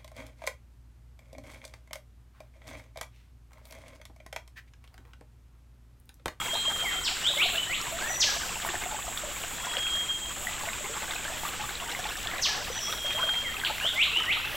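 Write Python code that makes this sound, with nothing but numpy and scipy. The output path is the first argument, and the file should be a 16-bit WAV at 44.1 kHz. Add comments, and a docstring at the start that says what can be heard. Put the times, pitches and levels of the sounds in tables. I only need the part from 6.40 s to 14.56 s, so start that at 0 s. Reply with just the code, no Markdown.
"""Forest stream with birds

A small stream trickles over stones: trapped air bubbles ring close by over fine splashing. Apart from it, a
faint flat hiss lies above 9 kHz. One bird holds long, slowly sinking whistles; another sings rising slurs and
sharp falling whips. Trunks and foliage scatter these calls and a few thin wheezes. Insect hiss fades over a low
air rumble."""
import sys
import numpy as np
from scipy import signal
from scipy.fft import rfft, irfft, next_fast_len
from scipy.io import wavfile
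from scipy.ndimage import uniform_filter1d

SR = 44100
rng = np.random.default_rng(int(sys.argv[2]) if len(sys.argv) > 2 else 0)


def output_pcm(signal):
    """Save a mono or channel-first signal as 16-bit PCM at the path in sys.argv[1].

    Samples are clipped to [-1, 1] before scaling.
    """
    pcm = np.clip(np.atleast_2d(signal).T, -1, 1) * 32767
    wavfile.write(sys.argv[1], SR, np.round(pcm).astype(np.int16))


N = 359846
TIME_S = np.arange(N) / SR
LEFT_RIGHT = np.array([[1], [-1]])

# loudest, closest bubbles (time [s], pitch [Hz], level [dB], decay [cycles])
NEAR_BUBBLES = [(0.133, 596, -26, 3.4), (0.154, 850, -20.5, 2.8), (0.440, 686, -25.5, 2.6),
                (0.769, 1550, -26, 4), (0.968, 554, -25.5, 2.9), (1.021, 1290, -20, 1.7),
                (1.055, 716, -29, 5.5), (1.145, 631, -32.5, 11), (1.460, 950, -33, 4.5),
                (1.523, 638, -31.5, 17), (1.701, 735, -29, 10.4), (1.844, 590, -31, 4.3),
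                (1.887, 765, -29, 4.8), (1.964, 660, -29.5, 4.8), (2.033, 1440, -25, 5.8),
                (2.092, 2560, -23.5, 6.3), (2.201, 1660, -26, 3.4), (2.249, 910, -15.5, 1.8),
                (2.262, 657, -29.5, 4.7), (2.289, 1720, -16, 2.3), (2.290, 344, -32.5, 4.9),
                (2.342, 700, -19.5, 1.9), (2.354, 1600, -23, 2.8), (2.437, 2040, -19.5, 2.8),
                (2.459, 713, -29.5, 8.8), (2.522, 840, -24, 2.6), (2.545, 815, -26.5, 5.2),
                (2.589, 1040, -28, 5), (2.679, 677, -27, 3.7), (2.775, 3380, -19.5, 6.1),
                (2.835, 600, -30.5, 9.8), (2.962, 2239, -28.5, 5), (3.037, 2700, -19, 2.7),
                (3.269, 970, -26.5, 7.6), (3.369, 2900, -14, 3.7), (3.371, 513, -28, 4.5),
                (3.468, 2500, -21.5, 6.1), (4.070, 1920, -19.5, 11), (4.235, 817, -29, 5.7),
                (4.272, 630, -30, 5.3), (4.288, 1950, -17.5, 2.3), (4.333, 2380, -20.5, 3.9),
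                (4.440, 395, -36, 6.6), (4.498, 420, -34, 7.4), (4.623, 2000, -19.5, 1.2),
                (4.709, 3470, -21, 6.9), (4.735, 1450, -24, 3), (4.761, 2480, -24, 9.2),
                (4.851, 1540, -27.5, 11), (4.88, 1660, -25, 7.8), (4.921, 725, -30, 4.2),
                (5.034, 850, -21.5, 2.4), (5.051, 1125, -25.5, 7.8), (5.197, 813, -31, 16),
                (5.239, 1120, -28, 7), (5.291, 1490, -24, 3.4), (5.354, 3800, -21.5, 5),
                (5.401, 2670, -23, 4), (5.424, 1014, -26, 5), (5.549, 1940, -19, 4), (5.59, 700, -29, 5.8),
                (5.653, 800, -24.5, 5.2), (5.755, 1650, -25, 5.4), (5.803, 2560, -24, 4),
                (5.872, 3170, -15, 4), (5.914, 2080, -22.5, 3.3), (6.150, 769, -31, 15),
                (6.301, 477, -25.5, 3.9), (6.472, 2540, -29, 4.5), (6.526, 3500, -18.5, 5),
                (6.706, 2360, -22, 6.9), (6.747, 600, -33.5, 17), (6.79, 995, -27, 17),
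                (6.798, 1290, -24, 5.5), (6.829, 1400, -24, 8.2), (6.836, 628, -29.5, 9.6),
                (6.891, 1490, -20, 4.3), (6.942, 2120, -21.5, 5), (7.143, 1200, -28, 4.8),
                (7.167, 2560, -21.5, 7.8), (7.200, 3180, -23, 7.9), (7.215, 1920, -24, 4),
                (7.236, 1560, -22, 10), (7.249, 3060, -14, 6), (7.300, 828, -24.5, 8.6),
                (7.382, 1960, -23, 4), (7.400, 2330, -23.5, 6), (7.41, 1550, -25, 8.9),
                (7.446, 600, -24.5, 3.9), (7.970, 1190, -27, 7.1)]
# gurgle strength (time [s], level [dB])
FLOW = [(0, -28), (.15, -35.5), (.5, -35), (.73, -36.5), (1.0, -33.5), (1.35, -37.5), (1.62, -33.5),
        (2.55, -36.5), (2.93, -40), (3.27, -32.5), (3.78, -45.5), (4.27, -35), (5.35, -38), (5.6, -33),
        (6.83, -35), (7.02, -37.5), (7.25, -37), (8.16, -33)]
# water and high hiss spectra (frequency [Hz], gain [dB])
TRICKLE_SPECTRUM = [(250, 9.5), (400, -5.5), (620, -0.5), (1000, 1), (1500, 0.5), (2500, -3), (3600, -3),
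                    (5000, -16), (9000, 18)]
WASH_SPECTRUM = [(200, -8.5), (400, -10.5), (650, -8), (1300, -1.5), (2200, -1.5), (3400, -0.5),
                 (4600, -10), (6200, -8.5), (9000, -67), (15000, -48)]
HIGH_HISS_SPECTRUM = [(3000, -9), (6000, -60), (9000, 1.5), (11000, 1.5), (16000, 2)]
# side over mid of water, insects and air (frequency [Hz], gain [dB])
AMBIENT_WIDTH = [(50, -6.5), (170, -1.5), (380, -1.5), (700, -8), (1400, -11.5), (2400, -34), (4000, -77)]
# insect hiss (time [s], level [dB])
INSECT_LEVEL = [(0, -40.5), (4.6, -41), (6.1, -46), (7.6, -46.5), (8.16, -53)]
# insect and air spectra (frequency [Hz], gain [dB])
INSECT_SPECTRUM = [(5500, -60), (6300, 1), (6700, 11.5), (7400, 16), (8200, 14), (8500, -1.5), (9200, -63)]
RUMBLE_SPECTRUM = [(15, 3.5), (28, 3), (42, 1), (53, 5.5), (70, -1), (120, -3.5), (250, -8), (450, -13.5),
                   (1000, -21.5), (3000, -63)]
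# sinking whistles (start [s], swell [s], fade onset [s], pitch [Hz], level [dB])
WHISTLES = [(-0.2, 0.36, 0.77, 3252, -31.5), (3.097, 0.35, 0.65, 3286, -32), (6.326, .6, 0.67, 3270, -27.5)]
# foliage scattering, strongest for short waves (frequency [Hz], gain [dB])
FOLIAGE_SPECTRUM = [(1700, -8), (2500, -5.5), (3200, -2), (4000, 0), (6500, 14.5)]
# side over mid of call echoes (frequency [Hz], gain [dB])
CALL_WIDTH = [(2100, 4), (3000, -68), (6000, -52)]
# rising slurs (start [s], length [s], first pitch [Hz], last pitch [Hz], level [dB])
SLURS = [(0.113, 0.055, 3200, 4280, -28.5), (0.827, 0.063, 2770, 4020, -17),
         (0.965, 0.075, 2047, 4410, -15), (1.136, .03, 2620, 2750, -27), (1.167, .024, 2817, 3060, -17.5),
         (1.272, 0.082, 1822, 4380, -22.5), (7.402, 0.086, 2620, 3810, -20), (7.552, .084, 1986, 4240, -14),
         (7.707, 0.084, 2460, 3180, -18.5), (7.857, 0.075, 1816, 4250, -17),
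         (8.018, 0.044, 2450, 2730, -26)]
# low notes around the whips (start [s], length [s], first pitch [Hz], last pitch [Hz], level [dB])
SOFT_NOTES = [(0.439, 0.083, 2450, 1777, -24), (1.602, 0.23, 1410, 2024, -29.5),
              (1.86, 0.053, 1820, 1567, -24.5), (5.848, 0.19, 1670, 2040, -35),
              (6.072, 0.094, 1764, 1640, -30), (7.029, 0.1, 2450, 1734, -29)]
# falling whips (start [s], length [s], first pitch [Hz], level [dB])
WHIPS = [(0.633, 0.067, 6140, -21.5), (1.79, 0.06, 7490, -17.5), (6.008, .071, 7100, -20),
         (7.243, 0.037, 4950, -19.5)]
# drops on stone (start [s], length [s], level [dB])
SPATTERS = [(1.086, 0.12, -41), (2.242, 0.055, -37.5), (7.534, 0.027, -41)]
# thin buzzy notes (start [s], length [s], first pitch [Hz], last pitch [Hz], level [dB])
WHEEZES = [(1.67, 0.13, 6000, 5820, -38.5), (6.302, 0.23, 5910, 5810, -41), (6.396, 0.096, 5500, 5370, -37)]


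def undb(db):
    """Decibels to gain."""
    return 10 ** (np.asarray(db) / 20)


def unit_rms(x):
    """Scale to rms 1."""
    return x / np.sqrt(np.mean(x ** 2))


def curve(rows):
    """Interpolate (time, value) rows per sample."""
    return np.interp(TIME_S, *np.transpose(rows))


def colour(x, spectrum):
    """Filter by (Hz, dB) points, joined in log frequency."""
    hz, db = np.transpose(spectrum)
    size = next_fast_len(N, True)
    bins_hz = np.maximum(np.fft.rfftfreq(size, 1 / SR), 1)
    gain = undb(np.interp(np.log(bins_hz), np.log(hz), db))
    return irfft(rfft(x, size) * gain, size)[..., :N]


def wander(rate_hz):
    """Random steps, smoothed twice; rms 1."""
    hold = int(SR / rate_hz)
    steps = np.repeat(rng.standard_normal(N // hold + 1), hold)
    return unit_rms(uniform_filter1d(uniform_filter1d(steps, hold), hold)[:N])


def noise(spectrum):
    """Coloured stereo noise: wide bass, narrow treble."""
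    mid, side = colour(rng.standard_normal((2, N)), spectrum)
    return (mid + LEFT_RIGHT * colour(side, AMBIENT_WIDTH)) / np.std(mid)


def add(out, start_s, sound):
    """Mix in place."""
    start = int(np.clip(start_s * SR, 0, len(out)))
    out[start:start + len(sound)] += sound[:len(out) - start]


def scatter(x, t60_s, delay_s, late_db, late_t60_s, width):
    """Echoes off many small surfaces: a quick near cloud, a weaker far one."""
    age_s = np.maximum(TIME_S[:SR] - delay_s, 0)
    cloud = (undb(-60 * age_s / t60_s) + undb(late_db - 60 * age_s / late_t60_s)) * (age_s > 0)
    response = rng.standard_normal((2, SR)) * cloud / np.linalg.norm(cloud)
    mid, side = signal.fftconvolve(x[None], response, axes=1)[:, :N]
    return mid + LEFT_RIGHT * colour(side, width)


def bubble(hz, cycles, rise):
    """An air pocket pinches off, rings and climbs in pitch as it nears the surface."""
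    turns = np.arange(int(2 * np.pi * cycles * SR / hz)) * hz / SR
    age = turns / cycles
    envelope = (1 - np.exp(-2 * turns)) * np.exp(-age)
    return envelope * np.sin(2 * np.pi * turns * (1 + rise * age / 2))


def plop(hz, db, cycles, draws, rise=0.0547, snap_hz=2000, trail_s=0.015):
    """A drop snaps on the surface and traps one bubble; a few weaker ones trail it."""
    out = np.zeros(SR // 4)
    steepness, snap_pitch = draws[0]
    add(out, 0, undb(db - 1) * bubble(snap_hz * (.5 + snap_pitch), cycles=.8, rise=0))
    add(out, 0, undb(db) * bubble(hz, cycles, rise * (.5 + steepness)))
    for lag, pitch in draws[1:]:
        trail_hz = np.sqrt(hz * 500 * 16 ** pitch)
        add(out, lag * trail_s, undb(db - 11) * bubble(trail_hz, cycles=1.95, rise=rise))
    return out


def near_plops(bubbles=4):
    """Single loud plops at the closest little fall."""
    out = np.zeros(N)
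    for start_s, hz, db, cycles in NEAR_BUBBLES:
        add(out, start_s, plop(hz, db, cycles, rng.random((bubbles, 2))))
    return out


def gurgle(surge_db, plops_per_s=9, low_hz=540, high_hz=2600, base_db=-34, spread_db=4, db_per_octave=3):
    """Softer random plops, mostly low, stronger when the water surges."""
    out = np.zeros(N)
    for draws in rng.random((int(plops_per_s * N / SR), 5, 3)):
        when, pitch, strength = draws[0]
        octaves = np.log2(high_hz / low_hz) * pitch ** 1.317
        db = base_db + db_per_octave * octaves + spread_db * (strength - .5) + surge_db[int(when * N)]
        add(out, when * N / SR, plop(low_hz * 2 ** octaves, db, cycles=5, draws=draws[1:, :2]))
    return out


def trickle(splashes_per_s=100, bubbles=5, burst_s=.018, low_hz=330, high_hz=5400):
    """Each small splash traps bubbles of all sizes: most faint, a few strong."""
    out = np.zeros(N)
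    for splash in rng.random((int(splashes_per_s * N / SR), bubbles + 1, 4)):
        when, splash_softness = splash[0, :2]
        for lag, pitch, softness, sustain in splash[1:]:
            hz = low_hz * (high_hz / low_hz) ** pitch
            db = -2 * np.log(max(splash_softness, .03)) - 1.5 * np.log(max(softness, .05))
            ring = bubble(hz, cycles=8.26 * (.5 + sustain), rise=0.0612)
            add(out, when * N / SR + lag * burst_s, undb(db) * hz / low_hz * ring)
    return unit_rms(colour(out, TRICKLE_SPECTRUM))


def stream(banks_db=-7, trickle_db=-5, wash_db=-41.5, high_hiss_db=-47):
    """Plops echo between stony banks, over trickle and distant wash; apart from these, a faint hiss flickers
    above 9 kHz."""
    flow_db = curve(FLOW)
    surge_db = 0.78 * (flow_db - flow_db.mean())
    plops = near_plops() + gurgle(surge_db)
    banks = scatter(plops, t60_s=.11, delay_s=.00194, late_db=-11, late_t60_s=.5, width=AMBIENT_WIDTH)
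    patter = trickle() * undb(flow_db.mean() + surge_db + trickle_db)
    ripple_db = 1.1 * wander(35) + .9 * wander(12)
    wash = noise(WASH_SPECTRUM) * undb(wash_db + 0.34 * surge_db + ripple_db)
    flicker_db = 1.1 * wander(40) + 1.4 * wander(12)
    high_hiss = noise(HIGH_HISS_SPECTRUM) * undb(high_hiss_db + flicker_db)
    return plops + undb(banks_db) * banks + patter + wash + high_hiss


def insects():
    """Far insects merge into a smooth high band."""
    return noise(INSECT_SPECTRUM) * undb(curve(INSECT_LEVEL) + .5 * wander(17))


def air(level_db=-47):
    """Low, nearly steady rumble of air."""
    return noise(RUMBLE_SPECTRUM) * undb(level_db + .5 * wander(3.7))


def tone(hz):
    """Sine along a pitch track."""
    return np.sin(2 * np.pi * np.cumsum(hz) / SR)


def whistler(settle_s=.25, drop_s=.027, sharp_hz=48.6, sag_hz_per_s=100,
             swell_db=21, ease_db_per_s=10, fade_db_per_s=168, echo_s=.13, echo_db=-9, trees_db=-8):
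    """A thin note enters sharp, swells, settles and sags; it beats against its echo off a slope."""
    out = np.zeros(N)
    flutter_db, waver_hz = 2.4 * wander(45), 6 * wander(45)
    for start_s, swell_s, fade_onset_s, pitch_hz, db in WHISTLES:
        age_s = np.clip(TIME_S - start_s, 0, 2)
        lead_in = .5 - .5 * np.tanh((age_s - settle_s) / drop_s)
        hz = pitch_hz + sharp_hz * lead_in - sag_hz_per_s * age_s + waver_hz
        arch_db = np.minimum(swell_db * (age_s / swell_s - 1), ease_db_per_s * (swell_s - age_s))
        fade_db = fade_db_per_s * np.maximum(age_s - fade_onset_s, 0)
        gate = uniform_filter1d(1. * (age_s > 0), size=800)
        out += gate * undb(db + arch_db - fade_db + flutter_db) * np.sqrt(2) * tone(hz)
    echo = np.zeros(N)
    add(echo, echo_s, out)
    return out + undb(echo_db) * echo + undb(trees_db) * trees(out)


def trees(call, trunk_gain=.14):
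    """Near trunks roughen a call at once; foliage returns a diffuse tail."""
    trunks = scatter(call, t60_s=.11, delay_s=.002, late_db=-30, late_t60_s=.2, width=CALL_WIDTH)
    leaves = scatter(call, t60_s=.31, delay_s=.0049, late_db=-4, late_t60_s=1.03, width=CALL_WIDTH)
    return colour(leaves + trunk_gain * trunks, FOLIAGE_SPECTRUM)


def note(length_s, first_hz, last_hz, bend, crest, release=1):
    """Pure glide, loudest at fraction `crest`; bend > 0 glides late, release < 1 holds the end."""
    progress = np.linspace(0, 1, int(length_s * SR))
    glide = np.cumsum(np.exp(bend * progress))
    hz = first_hz * (last_hz / first_hz) ** (glide / glide[-1])
    crest = np.clip(crest, .1, .9)
    envelope = np.minimum(progress / crest, ((1 - progress) / (1 - crest)) ** release)
    return envelope * tone(hz)


def songbird(soft_attack_s=.02, direct_db=-4.5):
    """Slurs, soft low notes and whips; the trees smear each into a short hiss."""
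    song = np.zeros(N)
    for start_s, length_s, first_hz, last_hz, db in SLURS:
        bend = 3.6 * (np.log2(last_hz / first_hz) - 0.253)  # wider slurs shoot up later
        add(song, start_s, undb(db) * note(length_s, first_hz, last_hz, bend, crest=.78, release=.39))
    for start_s, length_s, first_hz, last_hz, db in SOFT_NOTES:
        soft = note(length_s, first_hz, last_hz, bend=-19 * length_s, crest=soft_attack_s / length_s)
        add(song, start_s, undb(db) * soft)
    for start_s, length_s, first_hz, db in WHIPS:
        add(song, start_s, undb(db) * note(length_s, first_hz, last_hz=1732, bend=.54, crest=.63))
    return undb(direct_db) * song + trees(song)


def spatter():
    """Drops burst on stone into short puffs of spray."""
    envelope = np.zeros(N)
    for start_s, length_s, db in SPATTERS:
        add(envelope, start_s, undb(db) * np.hanning(int(length_s * SR)))
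    return envelope * unit_rms(colour(rng.standard_normal(N), HIGH_HISS_SPECTRUM))


def wheezes(trees_db=-8):
    """Faint high notes; a fast, uneven pitch shake makes them buzz."""
    out = np.zeros(N)
    shake_hz = 75 * wander(500)
    for start_s, length_s, first_hz, last_hz, db in WHEEZES:
        progress = np.clip((TIME_S - start_s) / length_s, 0, 1)
        hz = first_hz + (last_hz - first_hz) * progress + shake_hz
        out += undb(db) * np.sqrt(4 * progress * (1 - progress)) * tone(hz)
    return out + undb(trees_db) * trees(out)


def scene():
    """Water, birds and forest, in stereo."""
    return stream() + songbird() + wheezes() + whistler() + insects() + air() + spatter()


def record(dry, cutoff_hz=15750):
    """Steep elliptic low-pass."""
    return signal.sosfilt(signal.ellip(10, .2, 80, cutoff_hz, fs=SR, output="sos"), dry)


dry = scene()
out = record(dry)
output_pcm(out)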